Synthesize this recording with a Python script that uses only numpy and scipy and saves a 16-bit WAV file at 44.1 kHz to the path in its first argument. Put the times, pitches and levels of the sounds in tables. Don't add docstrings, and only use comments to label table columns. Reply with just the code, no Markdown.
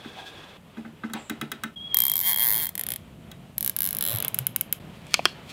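import sys
import numpy as np
from scipy import signal
from scipy.fft import rfft, irfft
from scipy.io import wavfile
from scipy.ndimage import uniform_filter1d

SR = 44100
rng = np.random.default_rng(int(sys.argv[2]) if len(sys.argv) > 2 else 0)


def output_pcm(signal):
    pcm = np.clip(np.atleast_2d(signal).T, -1, 1) * 32767
    wavfile.write(sys.argv[1], SR, np.round(pcm).astype(np.int16))


def volts_from_db(level):
    exponent = np.asarray(level, float) / 20
    return 10 ** exponent


N = 243431


def in_time(rows):
    s, *columns = np.transpose(rows)
    return [np.interp(np.arange(N) / SR, s, c) for c in columns]


def rms_one(x):
    return x / np.sqrt(np.mean(x ** 2) + 1e-20)


def drift(rate_hz):
    steps = rng.standard_normal(int(N / SR * 60) + 2)
    place = np.arange(N) / SR * np.clip(rate_hz, .1, 60)
    return np.interp(place, np.arange(len(steps)), steps)


def coloured(spectrum, patchy_db):
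    hz, db = np.transpose(spectrum)
    f = np.fft.rfftfreq(N, 1 / SR) + 1
    shape = volts_from_db(np.interp(np.log(f), np.log(hz), db, -99, -99))
    noise = irfft(rfft(rng.standard_normal(N)) * shape, N)
    return rms_one(noise * volts_from_db(patchy_db * drift(16)))


def resonance(x, hz, width_hz):
    r = np.exp(-np.pi * width_hz / SR)
    b = np.array([1, 0, -1]) * (1 - r * r) / 2
    return signal.lfilter(b, [1, -2 * r * np.cos(2 * np.pi * hz / SR), r * r], x)


def add(out, s, sound):
    i = round(s * SR)
    out[i:i + len(sound)] += sound[:N - i]


def struck(modes, t, spread_db):
    hz, db, t60 = np.transpose(modes)[:, :, None]
    level_db = db + spread_db * rng.standard_normal(hz.shape) - 60 * t / t60
    return np.sum(volts_from_db(level_db) * np.sin(2 * np.pi * hz * t), axis=0)


def crack(t, t60, low_hz):
    burst = rng.standard_normal(len(t)) * volts_from_db(-60 * t / t60)
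    return signal.sosfilt(signal.butter(2, low_hz, "high", fs=SR, output="sos"), burst)


def swells(rows):
    s, db, rise, fall = np.transpose(rows)[:, :, None]
    t = np.arange(N) / SR - s
    slope = np.where(t < 0, t / rise, -t / fall)
    return np.sqrt(np.sum(volts_from_db(db + 20 * slope) ** 2, axis=0))


def yard(x, near_db, far_db):
    t = np.arange(9000) / SR
    near = volts_from_db(near_db - 60 * t / 0.028) * (t > .0008)
    far = volts_from_db(far_db - 60 * t / 0.18) * (1 - np.exp(-(t / 0.017) ** 2))
    scatter, answer = rng.standard_normal((2, len(t))) * [near, far]
    scatter = scatter + volts_from_db(9.5) * resonance(scatter, 2230, 1600)
    answer = answer + volts_from_db(19.0) * resonance(answer, 2680, 1800)
    return x + signal.fftconvolve(x, scatter + answer)[:N]


# [pitch_hz, level_db per Hz]
TRAFFIC = [(12, -63), (20, -12.5), (163, -2), (221, -3.5), (270, -11), (347, -14.5), (424, -23.5),
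           (677, -17.5), (857, -35), (1080, -36), (1500, -55), (1950, -72), (3300, -120)]
# [pitch_hz, level_db per Hz]
HANDLING = [(240, -10.5), (400, -3), (677, -5.5), (882, -6.5), (1080, -7.5), (1260, -8.5), (1360, -9.5),
            (1550, -12), (3140, -11), (7000, -35), (9100, -38.5), (15400, -120)]
# [pitch_hz, level_db per Hz]
AIR = [(2350, -19), (4000, -4.5), (7630, 2.5), (8250, 2), (15100, -1), (16200, -16), (16500, -35.5)]
TAKE_STARTS = [0, .572, 1.756, 3.0, 4.794]
# [traffic_db, handling_db, air_db]
TAKES = [
    (-52.5, -48, -68),
    (-52, -55, -69),
    (-48.5, -55.5, -67.5),
    (-47, -56, -67.5),
    (-45.5, -52.5, -65.5),
]
# [peak_s, level_db, rise_s, fall_s]
HANDS = [
    (1.15, -37.5, 0.011, 0.092),
    (2.6, -46, 0.22, 0.1),
    (4.13, -42.5, 0.21, 0.51),
    (4.25, -40.5, 0.025, 0.039),
    (5.28, -58, 0.34, 0.55),
]


def ground():
    take = np.searchsorted(np.array(TAKE_STARTS) * SR, np.arange(N), side="right") - 1
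    traffic, hands, air = volts_from_db(np.array(TAKES)[take].T)
    hands = (hands + swells(HANDS)) * coloured(HANDLING, patchy_db=2.0)
    return traffic * coloured(TRAFFIC, patchy_db=1.5) + hands + air * coloured(AIR, patchy_db=0.0)


# [peak_s, level_db, rise_s, fall_s]
DRAG = [
    (.2, -48, 0.063, 0.23),
    (.42, -57, 0.078, 0.17),
    (4.25, -31, 0.033, 0.024),
]
# [pitch_hz, width_hz, level_db]
DRAGGED = [(362, 83, 7), (726, 45, 7.5), (1635, 48, 20), (2580, 106, 14.5), (3385, 200, 18.5),
           (3490, 71, -8), (5000, 680, -50)]
STEADY_DRAG_DB = -53


def drag():
    grains = rng.standard_normal(N) * volts_from_db(3.9 * drift(45))
    first = np.arange(N) < TAKE_STARTS[1] * SR
    level = first * (swells(DRAG[:2]) + volts_from_db(STEADY_DRAG_DB)) + swells(DRAG[2:])
    hum = sum(volts_from_db(db) * resonance(grains, hz, width) for hz, width, db in DRAGGED)
    return level * rms_one(hum)


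# [start_s, peak_db, boom_db, crack_db, brightness_db per octave]
KNOCKS = [(0.047, -30.5, -40, -62, -2), (0.77, -30, -37.5, -59, -4.5), (0.85, -30.5, -42, -80, -6),
          (0.924, -51, -55, -88, -4), (1.036, -19.5, -35.5, -59, -5.5), (1.098, -32.5, -43, -54, 0),
          (1.135, -21.5, -36, -26.5, 3.5), (1.297, -20, -33, -26.5, 7), (1.413, -19, -32, -27.5, 5.5),
          (1.517, -18, -38.5, -24.5, 5), (1.636, -14, -38, -26, 2.5), (3.315, -40.5, -62, -37.5, 12)]
# [pitch_hz, level_db, t60_s]
BOOM = [(147, -9.5, 0.35), (224.7, 2.5, 0.18), (306, -4.5, 0.2), (396, -13.5, 0.2)]
# [pitch_hz, level_db, t60_s]
RODS = [(520, -22, 0.07), (867, -15, 0.07), (1250, -8, 0.06), (1325, 2, 0.07), (1420, -1, 0.05),
        (1520, -1, 0.05), (1775, -10, 0.1), (2064, -12, 0.056), (2390, -10, 0.03), (2700, -14, 0.03),
        (3000, -10, 0.015), (3310, -5, 0.025), (3780, -7, 0.022), (6930, -12, 0.0076)]


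def knocks():
    out, t = np.zeros(N), np.arange(9000) / SR
    rise = 1 - np.exp(-t / 0.0012)
    slow_rise = 1 - np.exp(-t / 0.004)
    for s, peak_db, boom_db, crack_db, tilt_db in KNOCKS:
        modes = [(hz, db + tilt_db * np.log2(hz / 1400), t60) for hz, db, t60 in RODS]
        rods = volts_from_db(peak_db - 9.5) * rise * struck(modes, t, spread_db=1.9)
        add(out, s, rods + volts_from_db(crack_db + 0.5) * crack(t, 0.016, 3100))
        add(out, s, volts_from_db(peak_db - 38) * rise * resonance(crack(t, 0.18, 540), 1200, 1700))
        rattle = resonance(resonance(crack(t, 0.078, 490), 1520, 300), 1320, 280)
        add(out, s, volts_from_db(peak_db - 7.5) * rise * rattle)
        add(out, s + 0.0036, volts_from_db(crack_db - 13.5) * resonance(crack(t, 0.17, 1500), 2100, 790))
        boom = struck(BOOM, t, spread_db=3.0) + volts_from_db(15) * resonance(crack(t, 0.2, 90), 247, 100)
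        add(out, s + 0.003, volts_from_db(boom_db + 4) * slow_rise * boom)
    return out


# [peak_s, level_db, rise_s, fall_s, pitch_hz]
BUMPS = [
    (.2, -40, 0.053, 0.089, 765),
    (4.15, -33, 0.073, 0.099, 112),
    (4.29, -44.5, 0.095, 0.086, 124),
    (4.41, -35.5, 0.075, 0.12, 121),
    (1.165, -40, 0.032, .04, 870),
    (4.1, -46, 0.11, 0.073, 3750),
    (4.12, -44, .1, 0.11, 585),
]
BUMP_WIDTH = 0.21


def bumps():
    white, out = rng.standard_normal(N), np.zeros(N)
    for *row, hz in BUMPS:
        width = BUMP_WIDTH * hz
        out += swells([row]) * rms_one(resonance(resonance(white, hz, width), hz, width))
    return out


def note(rows, fade_s, wobble_hz):
    hz, db = in_time(rows)
    power = volts_from_db(2 * db)
    hz = uniform_filter1d(hz * power, size=500) / uniform_filter1d(power, size=500)
    start, end = rows[0][0], rows[-1][0]
    gate, = in_time([(start, 0), (start + fade_s, 1), (end - fade_s, 1), (end, 0)])
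    return np.sqrt(2) * gate * volts_from_db(db), np.cumsum(2 * np.pi * (hz + wobble_hz * drift(40)) / SR)


def afar(x, t60, direct_db):
    tail = rng.standard_normal(12000) * volts_from_db(-60 * np.arange(12000) / SR / t60)
    return volts_from_db(direct_db) * x + signal.fftconvolve(x, tail / np.linalg.norm(tail))[:N]


def roughness(size):
    return rms_one(uniform_filter1d(rng.standard_normal(N), size=size))


# [start_s, pitch_hz, level_db]
SEET = [(1.15, 8700, -70), (1.168, 8050, -59), (1.19, 7500, -56), (1.215, 7320, -56), (1.29, 7250, -61),
        (1.32, 7350, -67)]
# [start_s, pitch_hz, level_db]
WHISTLE = [
    [(1.757, 3300, -55), (1.763, 3220, -42), (1.771, 3300, -36.5), (1.795, 3170, -44), (1.803, 3280, -40.5),
     (1.879, 3310, -35), (1.885, 3370, -49), (1.93, 3230, -31)],
    [(1.93, 3270, -35), (1.962, 3237, -32), (1.98, 3250, -44), (1.984, 3220, -39), (2.028, 3223, -32),
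     (2.07, 3200, -48)],
    [(2.07, 3254, -40), (2.096, 3220, -32), (2.11, 3340, -47), (2.126, 3230, -35), (2.196, 3270, -50),
     (2.202, 3440, -53), (2.21, 3330, -42)],
    [(2.22, 3169, -50), (2.234, 3140, -40), (2.248, 3205, -37), (2.284, 3234, -32.5), (2.298, 3230, -34),
     (2.312, 3280, -50), (2.315, 3240, -46)],
    [(2.315, 3180, -44), (2.333, 3270, -33), (2.353, 3240, -42), (2.363, 3230, -30), (2.387, 3290, -44),
     (2.403, 3235, -28.5), (2.451, 3253, -40), (2.48, 3288, -55)],
    [(2.53, 3297, -58), (2.542, 3122, -42), (2.558, 3260, -42), (2.604, 3260, -40), (2.62, 3170, -39),
     (2.628, 3330, -49), (2.67, 3170, -45), (2.7, 3340, -56)],
]
FLUTTER = .15


def birds():
    level, phase = note(SEET, 0.011, 70)
    low, high = np.sin(phase) * roughness(150), np.sin(1.075 * phase) * roughness(60)
    thin = level * (low + volts_from_db(-2) * high)
    notes = [note(rows, 0.003, 8.3) for rows in WHISTLE]
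    whistle = sum(level * np.sin(phase) for level, phase in notes)
    echoes = afar(whistle, t60=0.2, direct_db=-40)
    whistle = whistle * (1 + FLUTTER * roughness(420)) * volts_from_db(0.5) + volts_from_db(-12) * echoes
    return whistle + volts_from_db(-4.0) * afar(thin, t60=.3, direct_db=-1.5)


def teeth_of(pull):
    s, speed, db = np.transpose(pull)
    t = np.arange(s[0], s[-1], 1 / SR)
    travelled = np.cumsum(np.interp(t, s, speed)) / SR
    times = np.interp(np.arange(int(travelled[-1]) + 1), travelled, t)
    return list(zip(times, np.interp(times, s, db)))


# [start_s, speed_teeth_per_s, peak_db]
FIRST_PULLS = [
    [(1.944, 29.5, -1), (1.988, 64.7, -2), (2.03, 56.1, -4), (2.066, 76.4, -5.5), (2.078, 62.3, -6),
     (2.143, 43.9, -6.5), (2.162, 92.8, -8), (2.187, 78.3, -8), (2.216, 105.2, -8)],
    [(2.22, 124.9, -17), (2.243, 136.4, -12.5), (2.271, 191.6, -7), (2.297, 179.8, -7), (2.329, 94, -7.5),
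     (2.348, 57.8, -6.5)],
    [(2.3609, 68.9, -8), (2.428, 135, -5.5), (2.477, 114.7, -5.5), (2.513, 100.5, -6), (2.572, 113.1, -7),
     (2.592, 157, -11.5), (2.633, 153.8, -11), (2.678, 34.7, -11), (2.6952, 52.8, -13.5)],
]
# [start_s, speed_teeth_per_s, peak_db]
SECOND_PULLS = [
    [(3.7642, 33.5, -8.5), (3.82, 75.8, -7.5), (3.832, 94.3, -9), (3.861, 99.8, -8.5), (3.883, 61.7, -9.5),
     (3.905, 48.2, -10.5), (3.925, 47.6, -10), (3.99, 56.8, -9.5)],
    [(4.0091, 61, -10), (4.033, 73, -9), (4.065, 84.8, -9), (4.12, 121.8, -12.5), (4.133, 110.3, -15),
     (4.15, 99.5, -14), (4.2062, 46, -12)],
]
# [start_s, peak_db]
TUGS = [
    [(2.753, -14.6), (2.7778, -13.3), (2.7941, -9.6), (2.8108, -10.8), (2.8358, -13.7), (2.8657, -13.4),
     (2.8869, -12.4), (2.9036, -11.1), (2.919, -12.2), (2.9369, -14.0), (2.9601, -14.7)],
    [(3.5806, -7.4), (3.6076, -8.7), (3.6272, -9.5), (3.6461, -8.9), (3.6616, -8.2), (3.6763, -8.0),
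     (3.6958, -7.6)],
    [(4.2241, -10.1), (4.2474, -8.8), (4.2807, -5.8), (4.344, -6.6), (4.3874, -3.2), (4.4674, -3.4),
     (4.5609, -2.2), (4.61, -4.5), (4.7258, -3.0)],
]


def grips():
    a, b, c = map(teeth_of, FIRST_PULLS)
    d, e = map(teeth_of, SECOND_PULLS)
    return [a, b + c, TUGS[0], TUGS[1] + d, e, TUGS[2]]


# [pitch_hz, width_hz, level_db]
PAWL = [
    [(4370, 1350, -12), (8000, 150, -13.5), (9300, 120, -36), (10130, 180, -1.5), (10800, 340, -5),
     (12400, 120, 0.5), (13900, 400, 5.5), (12340, 1700, -0.5), (15500, 170, -6), (15300, 260, -38)],
    [(4570, 450, -14), (8070, 120, -16.5), (10070, 170, -12), (10340, 130, 0.5), (11900, 340, -13),
     (11200, 60, -4), (12570, 320, -11), (12400, 170, -10.5), (13550, 370, 5.5), (15170, 89, 0.5)],
    [(6200, 280, -22), (7300, 140, -4), (10040, 220, 0.5), (11300, 110, 6.5), (11950, 440, 4),
     (13700, 140, 3.5), (13440, 200, 3), (12700, 86, -13), (13450, 120, -6), (14860, 200, -1.5)],
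]
# [pitch_hz, width_hz, level_db]
SECOND_PAWL = [
    [(3570, 210, -73.5), (5360, 130, -51), (7300, 250, -24), (7530, 170, -4.5), (10000, 150, -43),
     (9200, 260, -0.5), (11640, 410, 15), (12560, 170, 7), (14260, 270, 7), (16600, 800, 5)],
    [(4130, 230, -11.5), (3400, 310, -3), (6200, 300, -29.5), (7300, 160, -7), (9500, 25, -39),
     (10700, 140, -1), (11450, 820, 6), (12900, 600, 1.5), (15440, 36, 0.5), (14700, 290, -11)],
    [(4270, 790, -18.5), (5900, 200, -22.5), (6500, 150, -43), (8170, 380, -8), (9370, 390, -3),
     (11600, 500, 6.5), (15300, 430, -1), (16960, 370, -29)],
]
# [pitch_hz, width_hz, level_db]
STRAP = [
    [(824, 300, -13.5), (1120, 270, -9.5), (1650, 300, -13.5), (2160, 420, -13), (3440, 440, -10)],
    [(794, 260, -9), (1090, 290, -7), (1700, 220, -5.5), (2123, 180, -5), (3460, 230, -7)],
    [(870, 210, -5.5), (1030, 140, -12), (1750, 260, -4), (2050, 200, -1), (3280, 1100, -4.5)],
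    [(1110, 120, -3.5), (1660, 125, 0), (2350, 95, -7), (2880, 1270, -6)],
    [(1150, 200, -15), (1750, 120, -8.5), (2240, 200, -12.5), (3000, 260, -5), (3750, 420, -9)],
    [(1550, 160, -13), (2160, 115, -3.5), (2590, 330, 0.5), (3200, 460, -7)],
]
# [delay_ms, level_db]
BOUNCES = [
    [(.55, 16), (1.3, -9), (2.0, 5.5), (2.9, 1)],
    [(.6, 12.5), (1.3, -4), (2.0, 7.5), (2.9, 1)],
    [(.6, 14), (1.3, -21), (2.0, 6), (2.9, -1)],
    [(.55, 18), (1.3, -17), (1.9, 3), (2.9, -3)],
    [(.55, 18), (1.3, 0.1), (1.9, -1), (2.9, -8)],
    [(.6, 4.2), (1.1, -11), (1.6, -6.5), (2.6, -35)],
]
GRIP_DB = [0.13, 0.11, 0.14, 0.18, 0.085, 0.11]
GRIP_LAG_MS = [0.22, -.6, -0.039, 0.058, -0.064, 0.27]
TICK_DB = [-21, -14.5, -13.5, -9.5, -17, -14]
TOOTH_SPREAD_DB = 0.6
DAMPING = 0.061
CLUTTER_DB, CLUTTER_T60_S = -25.5, 0.018
CLUTTER_KEPT = .85


def ratchet():
    out, t = np.zeros(N), np.arange(600) / SR
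    holds = zip(grips(), GRIP_DB, TICK_DB, GRIP_LAG_MS, PAWL + SECOND_PAWL, STRAP, BOUNCES)
    for teeth, grip_db, tick_db, lag_ms, pawl, strap, bounces in holds:
        hz, width, db = np.transpose(strap + pawl + [(7170, 6600, tick_db)])[:, :, None]
        width = np.maximum(width, DAMPING * hz)
        mode = np.arange(len(hz))[:, None]
        height = volts_from_db(db) * width * (-1.) ** mode
        bright = mode >= len(strap)
        chance = rng.standard_normal((len(teeth), len(hz) + 4))
        walk = np.cumsum(chance, axis=0)
        walk = walk - walk.mean(axis=0)
        fresh = np.sqrt(1 - CLUTTER_KEPT ** 2) * rng.standard_normal((len(teeth) + 8, len(t)))
        clutter = signal.lfilter([1], [1, -CLUTTER_KEPT], fresh, axis=0)[8:]
        clutter = clutter * volts_from_db(CLUTTER_DB - 60 * t / CLUTTER_T60_S) * (t > .0008)
        paths = [(0.0025, 0.018)] + bounces
        for (s, peak_db), wander, own, scatter in zip(teeth, walk, chance, clutter):
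            snap = 0
            for (ms, bounce_db), shift in zip(paths, [0, *wander[-4:]]):
                late = np.maximum(t - (ms + 0.007 * shift) / 1000, 0)
                ring = np.exp(-np.pi * width * late) * np.sin(2 * np.pi * hz * late)
                snap = snap + (bright | (ms < 1)) * volts_from_db(bounce_db) * ring
            strength = volts_from_db(.3 * wander[:-4] + 0.9 * own[:-4])[:, None]
            snap = np.sum(snap * height * strength, axis=0)
            snap = snap + signal.fftconvolve(snap, scatter)[:len(t)]
            level = volts_from_db(peak_db + grip_db + TOOTH_SPREAD_DB * own[-1])
            add(out, s + lag_ms / 1000, level * snap / np.abs(snap).max())
    return out


def slide(snaps):
    keep = np.exp(-1 / (0.01 * SR))
    power = signal.lfilter([1 - keep], [1, -keep], snaps ** 2 + 1e-18)
    return volts_from_db(-29) * np.sqrt(power) * coloured(AIR, patchy_db=5.5)


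# [peak_s, level_db, rise_s, fall_s]
CRINKLE = [
    (4.96, -54.5, .06, 0.071),
    (5.135, -46, 0.099, 0.099),
    (5.17, -49, 0.04, 0.2),
    (5.28, -53, 0.14, 0.068),
    (5.505, -43.5, 0.055, 0.11),
]
# [start_s, peak_db, pitch_hz, t60_s, crack_db]
POPS = [(5.068, -46, 2580, .012, -32), (5.1363, -30, 2150, 0.0093, -19), (5.1417, -5, 2220, 0.022, 4),
        (5.1412, -4.5, 3730, 0.014, -42), (5.1425, -8.5, 7300, 0.0059, -40), (5.143, -22, 1150, 0.05, -50),
        (5.193, -12.5, 760, 0.012, -50), (5.194, -19, 480, .012, -50), (5.193, -19.5, 2400, 0.013, -55),
        (5.2549, 1, 3200, 0.012, -26), (5.2550, -5, 1635, 0.012, -3), (5.2553, -12, 1060, 0.035, -36),
        (5.2555, -26, 8000, 0.0073, -38), (5.257, -25, 350, 0.042, -30)]
# [peak_s, level_db, rise_s, fall_s]
SCRAPE = [
    (5.175, -45, 0.053, 0.035),
    (5.285, -45, 0.068, .06),
]


def tray():
    out, t = np.zeros(N), np.arange(3000) / SR
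    for s, peak_db, hz, t60, crack_db in POPS:
        cluster = [(hz, 0, t60), (hz * 1.043, -6, t60 * 0.83), (hz * 0.9, -7, t60 * 0.73)]
        pop = volts_from_db(peak_db - 6) * struck(cluster, t, spread_db=1.5)
        add(out, s, pop + volts_from_db(crack_db) * resonance(crack(t, 0.0044, 790), 3000, 6900))
    out = signal.sosfilt(signal.butter(2, [260, 9000], "band", fs=SR, output="sos"), out)
    clicks = rng.random(N) < 6000 / SR
    grains = clicks * volts_from_db(2.9 * rng.exponential(1, N)) * rng.choice([-1, 1], N)
    crinkle = resonance(grains, 2300, 1800) + volts_from_db(-2.5) * resonance(grains, 3200, 700)
    crinkle = crinkle + volts_from_db(-37) * resonance(grains, 7200, 6000)
    scrape = resonance(grains, 4250, 380) + volts_from_db(-18) * resonance(grains, 3500, 500)
    return out + swells(CRINKLE) * rms_one(crinkle) + swells(SCRAPE) * rms_one(scrape)


def scene():
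    snaps = ratchet()
    near = yard(knocks(), near_db=-27, far_db=-49.0)
    near = near + yard(snaps, near_db=-38.5, far_db=-52.5)
    near = near + yard(tray(), near_db=-32.5, far_db=-60.0)
    return (ground() + drag() + bumps() + birds() + near + slide(snaps))[None]


GAPS = [
    1.756,
    4.795,
]


def joins(dry):
    t = np.arange(N) / SR
    return dry * np.prod([1 - 1.1 * np.exp(-((t - s) / 0.0029) ** 2) for s in GAPS], axis=0)


def low_pass(x):
    return signal.sosfilt(signal.butter(12, 16980, fs=SR, output="sos"), x)


def record(dry):
    low_cut = signal.butter(2, 52, "high", fs=SR, output="sos")
    high_cut = signal.cheby2(10, 60, 17200, fs=SR, output="sos")
    overloaded = np.clip(joins(dry), -1, 1)
    mix = signal.sosfilt(np.vstack([low_cut, high_cut]), overloaded)
    return low_pass(mix)


dry = scene()
out = record(dry)
output_pcm(out)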